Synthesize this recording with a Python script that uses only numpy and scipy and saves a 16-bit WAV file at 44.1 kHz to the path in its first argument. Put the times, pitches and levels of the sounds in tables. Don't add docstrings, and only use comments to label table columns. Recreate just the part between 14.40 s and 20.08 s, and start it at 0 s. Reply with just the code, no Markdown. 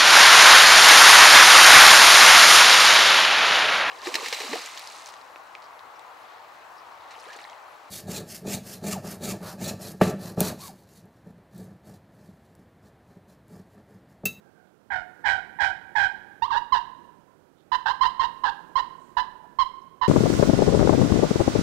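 import sys
import numpy as np
from scipy import signal
from scipy.fft import rfft, irfft
from scipy.io import wavfile
from scipy.ndimage import uniform_filter1d

SR = 44100
rng = np.random.default_rng(int(sys.argv[2]) if len(sys.argv) > 2 else 0)


def log_audio(samples):
    frames = np.atleast_2d(samples).T
    limited = np.clip(frames, -1, 1)
    pcm = np.round(limited * 32767).astype(np.int16)
    wavfile.write(sys.argv[1], SR, pcm)


N = 250484
BAND_LIMIT_HZ = 15720


def amp(db):
    return 10 ** (np.asarray(db) / 20)


def unit_rms(x):
    return x / np.sqrt(np.mean(x ** 2) + 1e-20)


def curve(points, hz):
    f, value = np.transpose(points)
    return np.interp(np.log(hz + 1), np.log(f), value)


def add(mix, start_s, sound):
    part = mix[max(round(start_s * SR), 0):][:len(sound)]
    part += sound[:len(part)]


def wander(size, rate_hz):
    hz = np.fft.rfftfreq(SR, 1 / SR)
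    spectrum = rfft(rng.standard_normal(SR)) / np.sqrt(1 + (hz / rate_hz) ** 4)
    return unit_rms(irfft(spectrum, SR))[:size]


def colour(x, points, bells=(), size=2048):
    f = abs(np.fft.fftfreq(size, 1 / SR))
    bells_db = sum(db * np.exp(-(2 * (f - hz) / width) ** 2) for hz, width, db in bells)
    log_gain = np.log(amp(curve(points, f) + bells_db))
    taps = np.fft.ifft(np.exp(np.conj(signal.hilbert(log_gain)))).real
    return signal.fftconvolve(x, taps[:size // 2])[:len(x)]


def hush():
    spectrum = [(15, -66.5), (25, -27), (169, -4), (305, -6), (340, -4), (552, -9.5), (631, -10),
                (684, -11), (1140, -19), (1410, -17), (2060, -27), (3530, -32.5), (4260, -34),
                (15500, -40.5)]
    breeze = [(0, -2.5), (0.398, -5), (.8, 0), (2.6, -2), (3.199, -4.5), (4, 1.5), (5.68, -3)]
    swell_db = np.interp(np.arange(N) / SR, *np.transpose(breeze))
    return amp(-57 + swell_db) * unit_rms(colour(rng.standard_normal(N), spectrum, size=8192))


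def chirp_and_rustles(relative_width=0.17, grain_db=3):
    bursts = [(0.252, 0.065, -80, 3660), (2.528, 0.17, -59, 322), (3.136, 0.13, -76.5, 3590),
              (4.505, 0.3, -75.5, 7560), (4.872, 0.027, -51, 520), (5.019, 0.058, -49, 880),
              (5.403, .04, -76, 5560), (5.484, 0.097, -61.5, 407)]
    out, hz = np.zeros(N), np.fft.rfftfreq(SR, 1 / SR)
    for start, length, db, centre in bursts:
        size = int(length * SR)
        spectrum = rfft(rng.standard_normal(SR)) / (1 + ((hz / centre - 1) / relative_width) ** 2)
        grainy = irfft(spectrum, SR)[:size] * amp(grain_db * wander(size, 90))
        add(out, start, amp(db) * unit_rms(grainy) * np.hanning(size))
    return out


def woods(x, early_db=9.5, early_s=0.052, spacing=20):
    decay_times = [(100, 2), (500, 0.68), (1000, 1.086), (1700, 1.15), (3000, 0.92), (6000, 0.65),
                   (14000, 0.24)]
    count = 3 * SR // (2 * spacing)
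    taps = np.zeros(count * spacing)
    taps[np.arange(count) * spacing + rng.integers(0, spacing, count)] = rng.standard_normal(count)
    hz, t, spectra = signal.stft(taps, SR, nperseg=256)
    bloom = (1 + amp(early_db) * np.exp(-t / early_s)) * np.clip(t / 0.036, 0, 1)
    decay = amp(-60 * t / curve(decay_times, hz)[:, None])
    tail = signal.istft(spectra * bloom * decay, SR, nperseg=256)[1]
    return signal.fftconvolve(x, tail / np.linalg.norm(tail))[:N]


def trunks(x):
    slaps = [(.012, -14), (0.024, -26), (.034, -24), (.047, -27), (0.072, -34)]
    out = np.zeros(N)
    for delay, db in slaps:
        add(out, delay, amp(db) * x)
    return out


def gate_db(t, rise_s, release_s):
    return 20 * np.log10(np.clip(np.minimum(t / rise_s, (t[-1] - t) / release_s), .01, 1))


def rasp_swell(t, peak_s, width_s, base, top):
    return np.clip(base + (top - base) * np.exp(-((t - peak_s) / width_s) ** 2), 0, 1)


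def membrane(hz, harmonics=18):
    phase = 2 * np.pi * np.cumsum(hz) / SR + rng.uniform(0, 2 * np.pi)
    return unit_rms(sum(np.cos(k * phase) * (k * hz < BAND_LIMIT_HZ) for k in range(1, harmonics + 1)))


def syrinx(hz, rough, throat, notch, squawk, second_ratio, jitter, waver, throb):
    beak = [(5280, 830, 5.5), (6840, 200, 7), (7730, 1000, 3.5), (11100, 220, 7.5)]
    size = len(hz)
    beat = np.cumsum(76 * (1 + .35 * wander(size, 60))) / SR + rng.random()
    climb = throb * (beat % 1 - .5) / 4
    depth = throb * 0.9 * (1 - 0.25 * rough) * np.tanh(1 + wander(size, 46))
    tremolo = 1 - depth * np.cos(2 * np.pi * beat)
    first = membrane(hz * (1 + climb + waver * wander(size, 110) + jitter * rough * wander(size, 320)))
    second = membrane(hz * second_ratio * (1 + 0.0399 * wander(size, 250)))
    flutter = 1 + .55 * rough * wander(size, 320)
    air = amp(-6) * (rough + 0.098) * rng.standard_normal(size)
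    rasp = (amp(-3) * rough * second + air) * flutter
    whistle = first * flutter * amp(-3 * rough)
    squawk_bell = (squawk["ratio"] * np.average(hz, weights=rough), squawk["width_hz"], squawk["db"])
    voice = colour(whistle, throat, beak + [notch]) + colour(rasp, throat, beak + [notch, squawk_bell])
    return voice, tremolo


def beak_opening(voice, level_db, treble_db, bite, open_s):
    t = np.arange(len(voice)) / SR
    dull = signal.sosfiltfilt(signal.butter(2, 2300, fs=SR, output="sos"), voice)
    brightness = amp(treble_db + bite * (level_db + 23.5)) * (1 - np.exp(-t / open_s))
    voice = dull + (voice - dull) * brightness
    power = uniform_filter1d(uniform_filter1d(voice ** 2, size=250), size=250)
    return voice / np.sqrt(abs(power) + 1e-12)


def breath_thump(level_db, rough, push_db, gust_db):
    flow = amp(push_db) * (1 - 0.61 * rough) + amp(gust_db) * wander(len(rough), 200)
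    low_band = signal.butter(2, [27, 115], "bandpass", fs=SR, output="sos")
    return signal.sosfilt(low_band, np.pad(amp(level_db) * flow, (0, SR // 10)))


def yelps(notes, fade_db_per_s=140, drop_hz=140.2, drop_s=0.01302, sag_hz_per_s=329):
    throat = [(350, -25.5), (520, -20.5), (730, -6), (930, -6), (1230, -19), (1540, 4), (1850, -9.5),
              (2450, -19), (3050, -14.5), (3500, -22.5), (4000, -22.5), (4600, -29), (5300, -32.5),
              (6250, -37), (12800, -57), (15500, -75)]
    out = np.zeros(N)
    for start, length, db, swell_s, hold_s, mid_hz, rasp_s, roughness, treble_db in notes:
        t = np.arange(0, length, 1 / SR)
        shape_db = -16 * np.maximum(1 - t / swell_s, 0) - fade_db_per_s * np.maximum(t - hold_s, 0)
        level_db = db + gate_db(t, rise_s=0.0027, release_s=0.013) + shape_db
        hz = mid_hz + drop_hz * np.exp(-t / drop_s) - sag_hz_per_s * (t - length / 2)
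        rough = rasp_swell(t, rasp_s, width_s=.029, base=.13, top=roughness)
        voice, tremolo = syrinx(hz, rough, throat, notch=(2720, 260, -30),
                                squawk=dict(ratio=2.97, width_hz=900, db=14),
                                second_ratio=1.19, jitter=0.049, waver=0.016, throb=0.5)
        voice = beak_opening(voice, level_db, treble_db, bite=0.9, open_s=0.024)
        add(out, start, amp(level_db) * voice * tremolo)
        add(out, start, breath_thump(level_db, rough, push_db=-33, gust_db=-22))
    return out


def sharp_notes(turn_s=0.0188, rasp_dip_db=-3.5):
    # t/s, length/s, level/dB, ramp over the note/dB, start f/Hz, turn f/Hz, end f/Hz,
    # rasp peak after onset/s, rasp spread/s, roughness, treble/dB
    notes = [ (2.020, 0.054, -18, -18, 893, 963, 1230, 0.045, .015, 0.12, 0),
             (2.102, .091, -25.5, 5.5, 1207, 907.7, 983.4, .049, 0.019, 1.21, -2),
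             (2.321, 0.073, -15, -13, 1078, 1007, 920, 0.038, 0.012, 0.78, -0.5),
             (3.316, 0.054, -19.5, -4.5, 968, 1015, 1014, 0.023, 0.016, 0.88, 1.5),
             (3.456, 0.07, -19.5, -4.5, 896.4, 880.4, 1083, 0.024, 0.023, 1.02, 2),
             (3.608, 0.076, -16, -6.5, 994.6, 1072, 979.4, 0.04, .013, 1.23, 0.5),
             (3.793, 0.074, -18.5, -6.5, 1018, 1072, 940, 0.037, 0.017, 1.18, 0),
             (4.035, 0.073, -19.5, -5.5, 1014, 981, 876, 0.038, 0.023, 1.2, 0),
             (4.354, 0.0601, -18.5, -5, 996.6, 1079, 945, 0.033, 0.012, 0.87, 0.5),
             (4.767, 0.054, -17.5, -7, 968, 978.2, 1022, .023, 0.014, 1.07, 0),
             (5.186, 0.052, -17.5, -5, 1014, 1091, 969, .020, 0.011, 0.25, 1),
             (5.612, 0.065, -20, -5.5, 1027, 1008, 1006, .030, 0.017, .9, -2)]
    throat = [(330, -28.5), (530, -13), (660, -16), (790, -3), (1060, 1.5), (1260, -6), (1600, -9),
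              (2020, -23.5), (2400, -19), (2950, -16.5), (4200, -19), (5200, -33), (6200, -39), (8500, -53),
              (15000, -59.5)]
    out = np.zeros(N)
    for start, length, db, ramp_db, *pitches, rasp_s, spread_s, roughness, treble_db in notes:
        t = np.arange(0, length, 1 / SR)
        rough = rasp_swell(t, rasp_s, spread_s, base=.07, top=roughness)
        shape_db = ramp_db * t / length + rasp_dip_db * rough
        level_db = db + gate_db(t, rise_s=0.0055, release_s=0.012) + shape_db
        hz = np.interp(t, [0, turn_s, length], pitches)
        voice, tremolo = syrinx(hz, rough, throat, notch=(2410, 340, -20),
                                squawk=dict(ratio=1.84, width_hz=670, db=11),
                                second_ratio=0.89, jitter=0.052, waver=0.014, throb=0.14)
        voice = beak_opening(voice, level_db, treble_db, bite=0.087, open_s=0.011)
        add(out, start, amp(level_db) * voice * tremolo)
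        add(out, start, breath_thump(level_db, rough, push_db=-15, gust_db=-26))
    return out


def scene():
    # t/s, length/s, level/dB, swell/s, fade start after onset/s, mid-note f/Hz,
    # rasp peak after onset/s, roughness, treble/dB
    yelp_notes = [ (.501, 0.13, -30, .006, 0.06, 744, 0.04, 0.82, 0.5),
                  (.838, 0.168, -23, .022, 0.069, 783.6, 0.05, 1.01, 2),
                  (1.186, 0.1386, -22.5, 0.021, 0.07, 779.4, 0.048, 0.84, 1),
                  (1.550, .133, -23.5, 0.0082, 0.094, 798.7, 0.058, 0.58, 0)]
    tail_notes = [ (0, .1, -65, .01, 0.034, 755, .03, .3, 2), (.125, .09, -60, 0.012, .04, 734, .02, .2, 0)]
    yelping, sharp, tail_feed = yelps(yelp_notes), sharp_notes(), yelps(tail_notes)
    bird = yelping + sharp
    reverb_send = amp(-11.5) * yelping + amp(-12.5) * sharp + amp(-3) * tail_feed
    # f/Hz, gain/dB
    echo_eq = [(100, -4), (700, -1), (1050, -2), (3000, -2), (6000, -3.5), (14000, 10.5)]
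    echoes = colour(trunks(bird) + woods(reverb_send), echo_eq)
    right = amp(6) * (bird + echoes + hush() + chirp_and_rustles())
    return np.array([np.zeros(N), right])


def record(dry):
    hiss = amp([[-82], [-90]]) * rng.standard_normal((2, N))
    band_limit = signal.firwin(1023, BAND_LIMIT_HZ, window=("kaiser", 9), fs=SR)
    return signal.oaconvolve(dry + hiss, band_limit[None], "same")


dry = scene()
out = record(dry)
log_audio(out)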